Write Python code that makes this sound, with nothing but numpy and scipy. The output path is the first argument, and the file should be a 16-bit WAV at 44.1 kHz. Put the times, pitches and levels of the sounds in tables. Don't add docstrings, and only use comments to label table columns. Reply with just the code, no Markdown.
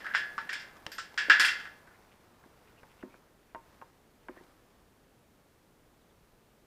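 import sys
import numpy as np
from scipy import signal
from scipy.fft import rfft, irfft, next_fast_len
from scipy.io import wavfile

SR = 44100
rng = np.random.default_rng(int(sys.argv[2]) if len(sys.argv) > 2 else 0)


def put_to_file(sound):
    columns = np.atleast_2d(sound).T
    safe = np.clip(columns, -1, 1)
    whole_steps = np.round(safe * 32767)
    wavfile.write(sys.argv[1], SR, whole_steps.astype(np.int16))


N = 293917


def from_db(db):
    return 10 ** (np.asarray(db) / 20)


def rms_one(x):
    return x / np.sqrt(np.mean(x ** 2) + 1e-20)


def at_hz(points, hz):
    known_hz, values = np.transpose(points)
    return np.interp(np.log(np.maximum(hz, 1)), np.log(known_hz), values)


def coloured(x, colour):
    size = next_fast_len(len(x))
    gain = from_db(at_hz(colour, np.fft.rfftfreq(size, 1 / SR)))
    return rms_one(irfft(rfft(x, size) * gain, size)[:len(x)])


def ring(times, strengths, hz, t60):
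    at = np.maximum(np.round(np.ravel(times) * SR).astype(int), 0)
    length = min(N, at.max() + int(2 * t60 * SR))
    clicks = np.bincount(at, np.ravel(strengths), length)[:length]
    decay, step = from_db(-60 / (t60 * SR)), 2 * np.pi * hz / SR
    feedback = [1, -2 * decay * np.cos(step), decay * decay]
    tone = signal.lfilter([0, np.sqrt(2) * np.sin(step)], feedback, clicks + 1e-18)
    return np.pad(tone, (0, N - length))


def strike(times, levels_db, modes, spread_db):
    hz, mode_db, t60 = np.transpose(modes)
    chance = rng.uniform(-1, 1, (len(times), 2, len(hz)))
    share = from_db(mode_db) / np.linalg.norm(from_db(mode_db))
    strengths = share * from_db(levels_db + spread_db * chance[:, 0]) * np.sign(chance[:, 1])
    return sum(ring(times, strengths[:, k], hz[k], t60[k]) for k in range(len(hz)))


def focus(modes, centre_hz, db_per_octave):
    return -db_per_octave * np.abs(np.log2(np.array(modes)[:, 0] / centre_hz[:, None]))


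def bursts(rows, colour):
    out, t = np.zeros(N), np.arange(4096) / SR
    for start, level_db, t60 in rows:
        at = int(start * SR)
        envelope = from_db(level_db - 60 * t / t60)
        out[at:at + len(t)] += coloured(rng.standard_normal(len(t)), colour) * envelope
    return out


def radiate(x, edge_hz):
    return signal.sosfilt(signal.butter(3, edge_hz, "high", fs=SR, output="sos"), x)


# frequency in Hz, relative level in dB.
AIR_COLOUR = [(12, -30.5), (20, 0.5), (232, -4), (282, -5), (427, -5.5), (465, -6), (519, -7.5),
              (597, -9.5), (649, -10.5), (1670, -18), (3640, -23.5), (5230, -26), (9930, -28),
              (13900, -28.5), (15500, -29.5)]

def yard_air(level_db=-64.5):
    return from_db(level_db) * coloured(rng.standard_normal(N), AIR_COLOUR)


# frequency in Hz, relative level in dB.
TAIL_COLOUR = [(300, 2), (2000, 0), (6000, -2), (15000, -3)]

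def yard_echo(x, wet_db=-20.5, t60=0.51, predelay_s=.02):
    t = np.arange(SR) / SR
    tail = coloured(rng.standard_normal(SR), TAIL_COLOUR) * from_db(-60 * t / t60) * (t > predelay_s)
    return from_db(wet_db) * signal.fftconvolve(x, tail / np.linalg.norm(tail))[:N]


# start in seconds, peak level in dB.
BIRD_CHIRPS = [(5.932, -77), (6.005, -73), (6.086, -72.5)]

def far_bird(chirp_s=0.032, from_hz=4250, to_hz=2946):
    out, size = np.zeros(N), int(chirp_s * SR)
    sweep_hz = np.linspace(from_hz, to_hz, size)
    chirp = np.hanning(size) * np.sin(2 * np.pi * np.cumsum(sweep_hz) / SR)
    for start, level_db in BIRD_CHIRPS:
        at = int(start * SR)
        out[at:at + size] += from_db(level_db) * chirp
    return out


# time in seconds, level in dB.
RUSTLE_CURVE = [(0.0, -58), (0.13, -57), (0.98, -62), (1.09, -62), (1.39, -54), (1.76, -63), (2.17, -66),
                (3.08, -65), (3.32, -68.5), (3.58, -67.5), (3.73, -64.5), (4.03, -68.5), (4.27, -67.5),
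                (4.4, -64), (4.56, -67), (4.99, -68.5), (6.66, -68.5)]

def hand_motion(resting_db=-69, floor_db=-80):
    level = from_db(np.interp(np.arange(N) / SR, *np.transpose(RUSTLE_CURVE)))
    return np.sqrt(np.maximum(level ** 2 - from_db(resting_db) ** 2, from_db(floor_db) ** 2))


# frequency in Hz, relative level in dB.
GLOVE_RUB_COLOUR = [(60, -9), (200, -1.5), (450, -0.5), (900, -0.5), (1400, -4.5), (3000, -28)]
GLOVE_CRINKLE_COLOUR = [(500, -19.5), (1000, 0.5), (1800, 1.5), (2700, -5), (4000, -8), (5300, -9),
                        (7000, -15), (15000, -17)]

def gloves(motion, rub_db=1.5, crinkle_db=-2.5, slips_per_s=2500, spread_db=2.5):
    slips = (rng.random(N) < slips_per_s / SR) * rng.choice([-1, 1], N)
    sizes = from_db(spread_db * np.minimum(rng.exponential(1, N), 5))
    rub = from_db(rub_db) * coloured(rng.standard_normal(N), GLOVE_RUB_COLOUR)
    crinkle = from_db(crinkle_db) * coloured(slips * sizes, GLOVE_CRINKLE_COLOUR)
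    return motion * (rub + crinkle)


def stick_slip(rows, q, slips_per_s=900):
    out = np.zeros(N)
    for middle, length, level_db, hz in rows:
        size, at = int(length * SR), int((middle - length / 2) * SR)
        slips = (rng.standard_normal(SR) * (rng.random(SR) < slips_per_s / SR))[:size]
        band_hz = hz * np.exp(np.array([-.5, .5]) / q)
        grit = signal.sosfilt(signal.butter(2, band_hz, "band", fs=SR, output="sos"), slips)
        out[at:at + size] += from_db(level_db) * np.hanning(size) * rms_one(grit)
    return out


def glove_squeaks(motion, carry_s=(1.9, 4.2), per_s=4.5, length_s=0.073, pitch_hz=(1700, 2724)):
    rows = []
    for slot in np.arange(*carry_s, 1 / per_s):
        middle = slot + rng.uniform(0, 2) / per_s
        hz = rng.uniform(*pitch_hz)
        relative_db = rng.uniform(-1, 2)
        rows.append((middle, length_s, relative_db, hz))
    return motion * stick_slip(rows, q=2.32)


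# middle in seconds, length in seconds, level in dB, pitch in Hz.
SLIDES = [(0.06, 0.059, -39.5, 1660), (0.112, 0.037, -38.5, 1624), (0.497, 0.029, -43.5, 1890),
          (0.535, .05, -42, 2310), (0.618, .07, -55.5, 4970), (1.92, 0.2, -64.5, 1480),
          (2.79, .05, -66, 2650), (2.85, .08, -64, 895), (3.14, 0.1, -66, 2320), (4.382, 0.078, -60, 1832)]

def scrapes():
    return stick_slip(SLIDES, q=6.8)


# frequency in Hz, relative level in dB, ring time (t60) in seconds.
PLASTIC_MODES = [(209.7, -2, 0.082), (254, -1.5, 0.1106), (280.8, -9.5, 0.209), (362.4, 5.5, 0.073),
                 (387, -8, 0.137), (514.6, -3, 0.107), (608.5, 2, 0.054), (753, -12, 0.1),
                 (924.5, 1.5, 0.12), (1056.5, 0.5, 0.11), (1238, -13, 0.1), (1434, -26, 0.07),
                 (1563, 2, 0.028), (1940, -8, 0.052), (2204, -1.5, .04), (2780, -4, 0.058)]

def can_hit(start, level_db, pitch_hz, ring_scale):
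    held = np.array(PLASTIC_MODES) * [1, 1, ring_scale]
    levels_db = level_db + focus(held, np.array([pitch_hz]), db_per_octave=9.5)
    return strike([start], levels_db, held, spread_db=0)


# start in seconds, relative tick and boom levels in dB,
# boom pitch in Hz, factor on the boom's ring time.
CAN_KNOCKS = [(2.439, -54.5, -59, 950, .6), (2.452, -66.5, -50, 200, .8), (2.832, -47, -68, 950, 1),
              (3.027, -42, -34.5, 247, 1.5), (3.142, -52.5, -49, 487, 0.4), (3.548, -39, -38, 916, 1.2),
              (3.815, -43, -40.5, 980, 0.52), (4.285, -37.5, -36, 323, 1.1), (4.364, -53.5, -45, 400, .6),
              (4.403, -58, -45, 328.4, 0.65)]
# frequency in Hz, relative level in dB.
CAN_TICK_COLOUR = [(120, -1), (300, -6.5), (1000, 2.5), (1900, -1), (2500, -20), (2900, -23), (3500, -29.5),
                   (6000, -48), (15000, -47)]

def can_knocks(body_db=3.0, boom_lag_s=.007, tick_t60=0.0357):
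    body = np.zeros(N)
    for start, tick_db, boom_db, boom_hz, ring_scale in CAN_KNOCKS:
        body += can_hit(start, tick_db + 0.5, pitch_hz=1350, ring_scale=0.54)
        body += can_hit(start + boom_lag_s, boom_db, boom_hz, ring_scale)
    body = signal.sosfilt(signal.butter(3, [160, 2700], "band", fs=SR, output="sos"), body)
    ticks = bursts([(start, tick_db, tick_t60) for start, tick_db, *_ in CAN_KNOCKS], CAN_TICK_COLOUR)
    soft_ticks = signal.sosfilt(signal.butter(2, 3600, fs=SR, output="sos"), ticks)
    return from_db(body_db) * body + soft_ticks


# start in seconds, level in dB.
KEY_TINKLES = [(0.917, -51), (0.926, -50.5), (0.947, -55), (1.413, -47)]
# frequency in Hz, relative level in dB, ring time in seconds.
TINKLE_MODES = [(4700, 5.5, .12), (8950, -5, .2), (9080, -9, 0.13), (12650, -4, .15), (12820, -4, .12)]
# start in seconds, level in dB, decay time (t60) in seconds.
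KEY_JANGLES = [(0.176, -56, .1), (0.529, -48.5, 0.067), (1.398, -38.5, 0.29), (1.450, -41.5, 0.224)]
# frequency in Hz, relative level in dB.
KEY_JANGLE_COLOUR = [(2000, -28), (5000, -12.5), (6300, -6.5), (7500, 1), (9000, 3.5), (11000, -6),
                     (13000, -6), (15000, -17)]

def keys():
    starts, level_db = np.transpose(KEY_TINKLES)
    tinkle = strike(starts, level_db[:, None], TINKLE_MODES, spread_db=-2)
    return tinkle + bursts(KEY_JANGLES, KEY_JANGLE_COLOUR)


# start in seconds, level in dB.
HINGE_JOLTS = [(0.8658, -50.5), (1.285, -41), (1.3955, -45.5)]
# frequency in Hz, relative level in dB, ring time in seconds.
TANK_BOOM_MODES = [(317.4, -1, 0.29), (440, -2, 0.2), (514, -3, .2), (556, -4, 0.18)]

def hinge_thumps():
    starts, level_db = np.transpose(HINGE_JOLTS)
    boom = strike(starts, level_db[:, None], TANK_BOOM_MODES, spread_db=1)
    return radiate(boom, edge_hz=190)


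# start in seconds, level in dB, decay time in seconds.
LATCH_SNAPS = [(0.380, -42, 0.0242), (0.768, -54, 0.02), (0.8652, -29, 0.018), (0.982, -45.5, 0.02),
               (1.1425, -44, 0.017), (1.2984, -26, 0.02), (1.396, -33.5, 0.014)]
# frequency in Hz, relative level in dB.
LATCH_COLOUR = [(60, -18.5), (230, 0), (800, -1.5), (1800, -1), (2300, -9), (3200, -2), (4200, -10.5),
                (5300, -2), (6200, -22), (7400, -10.5), (9000, -34.5), (15000, -37)]

def latch_snaps():
    return bursts(LATCH_SNAPS, LATCH_COLOUR)


def rebound_levels(touches, levels_db, loss_db):
    order = np.arange(touches.shape[1])
    return (levels_db[:, None] - loss_db * order[:, None]).reshape(touches.size, -1)


# frequency in Hz, relative level in dB.
SHELL_COLOUR = [(250, -25), (650, -24.5), (900, -18), (1250, -13.5), (1500, -2.5), (1750, 3.5), (2200, -8),
                (3300, -9), (4200, -15), (5200, -9.5), (6200, -23.5), (7400, -22), (10000, -41.5),
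                (15000, -48)]
# frequency in Hz, ring time in seconds.
SHELL_RING_TIMES = [(250, 0.49), (1600, 0.33), (5000, 0.25), (14000, .25)]

def shell_modes(count=560, span_hz=(250, 15500)):
    places = (np.arange(count) + rng.random(count)) / count
    hz = np.interp(places, [0, 1], np.sqrt(span_hz)) ** 2
    return np.column_stack([hz, at_hz(SHELL_COLOUR, hz), at_hz(SHELL_RING_TIMES, hz)])


# frequency in Hz, relative level in dB, ring time in seconds.
TANK_MAIN_MODES = [(1372, -17, .45), (1405, -16, .5), (1453, -11, .55), (1502, -10, .5), (1572, -6, .52),
                   (1626, -12, .35), (1644, -12, .4), (1696, 0, .54), (1760, -11, .35), (1799, -12, .35),
                   (1873, -10, .45), (1941, -15, .4), (2001, -12, .45), (2088, -10, .48), (2235, -17, .4),
                   (2319, -16, .42), (2395, -16, .42), (2589, -16, .42), (2740, -13, .42), (2789, -15, .42),
                   (3176, -19, .4), (3327, -17, .42), (3436, -17, .42), (3951, -23, .4), (4278, -25, .42),
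                   (4538, -20, .4), (4890, -25, .38), (5095, -25, .38)]

def tank_ring(touches, ring_db, tilt_db, main_db=-3.5, wash_db=-4.0, knee_hz=1900, expansion=.2):
    def brightness_db(modes):
        octaves_up = np.log2(np.array(modes)[:, 0] / knee_hz)
        return tilt_db[:, None] * np.clip(octaves_up, 0, 2)

    heavy_db = ring_db + expansion * (ring_db - ring_db.max())
    blow_db = heavy_db[:, None] + brightness_db(TANK_MAIN_MODES)
    main = strike(touches[:, 0], blow_db, TANK_MAIN_MODES, spread_db=2)
    shell = shell_modes()
    touch_db = rebound_levels(touches, ring_db[:, None] + brightness_db(shell), loss_db=7.0)
    wash = strike(touches.ravel(), touch_db, shell, spread_db=3)
    return from_db(main_db) * main + from_db(wash_db) * wash


# frequency in Hz, relative level in dB, ring time in seconds.
CAP_MODES = [(780, -16, 0.089), (905.4, -8.5, 0.22), (1063, -5.5, 0.052), (1160, -3.5, 0.033),
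             (1284, -5.5, 0.12), (1353.4, -8, 0.16), (1433, -3.5, 0.026), (1504, 0.5, 0.092),
             (1634, 1, 0.046), (1860, 0.5, .06), (2020, -4, 0.073), (2359, -3, .06), (2710, 0.5, 0.023),
             (2710, -5, .08), (3150, -4.5, .07), (3335, -4.5, .07), (3750, -9, .06), (4760, -5.5, 0.073),
             (4560, -4.5, .07), (5134, -2, .08), (5270, -7, .07)]

def cap_clinks(touches, clink_db, pitch_hz, trim_db=0.5):
    first_db = trim_db + clink_db[:, None] + focus(CAP_MODES, pitch_hz, db_per_octave=22.0)
    touch_db = rebound_levels(touches, first_db, loss_db=8.5)
    return strike(touches.ravel(), touch_db, CAP_MODES, spread_db=5.5)


# start in seconds, relative tank level in dB, treble tilt in dB per octave,
# relative clink level in dB, clink pitch in Hz, gap between rebounds in seconds.
LOCK_CLICKS = [ (0.003, -45, -1.5, -56, 1700, 0.0073), (0.045, -46, 0.5, -31.5, 1350, .004),
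               (0.0664, -37, -9.5, -27.5, 1590, 0.019), (0.138, -30.5, -6, -32, 1600, .004),
               (0.1488, -27.5, 1, -19, 1530, .011), (0.170, -35.5, -2.5, -37, 2200, .03),
               (0.3799, -37.5, -2.5, -20.5, 1204, .003), (0.493, -38, 3, -27, 1900, .012),
               (0.529, -35, 4, -31, 2200, .012), (0.598, -44, 3, -46.5, 4000, .022),
               (0.759, -59.5, -8, -43, 1200, .01), (0.868, -53, 3.5, -39, 1000, .002),
               (0.917, -46, 8, -44, 1600, .013), (0.982, -41, 8, -26.5, 1350, .006),
               (1.1765, -25.5, 2, -27, 1700, .012), (1.2981, -15.5, -1, -5, 1680, .0085),
               (1.3967, -18.5, 3.5, -17, 1500, .011), (1.448, -25.5, 4.5, -11.5, 2600, .012),
               (1.483, -30, 3, -18, 2600, .007), (1.600, -46.5, 4, -36, 1600, .025),
               (1.655, -46, -6, -33.5, 1600, 0.01353), (1.874, -59.5, -15.5, -47, 1500, .003)]

def lock_clicks(touch_count=4, uneven_share=.3):
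    starts, ring_db, tilt_db, clink_db, pitch_hz, gap_s = np.transpose(LOCK_CLICKS)
    order = np.arange(touch_count)
    jitter = uneven_share * rng.uniform(-1, 1, (len(starts), touch_count)) * (order > 0)
    touches = starts[:, None] + gap_s[:, None] * (order + jitter)
    return tank_ring(touches, ring_db, tilt_db) + cap_clinks(touches, clink_db, pitch_hz)


def scene():
    air, motion = yard_air(), hand_motion()
    cap = radiate(lock_clicks() + keys(), edge_hz=830) + hinge_thumps() + latch_snaps()
    handling = cap + can_knocks() + scrapes()
    return (handling + yard_echo(handling) + gloves(motion) + glove_squeaks(motion) + far_bird() + air)[None]


def record(dry, cutoff_hz=15400):
    return signal.sosfilt(signal.ellip(10, .1, 80, cutoff_hz, fs=SR, output="sos"), dry)


dry = scene()
out = record(dry)
put_to_file(out)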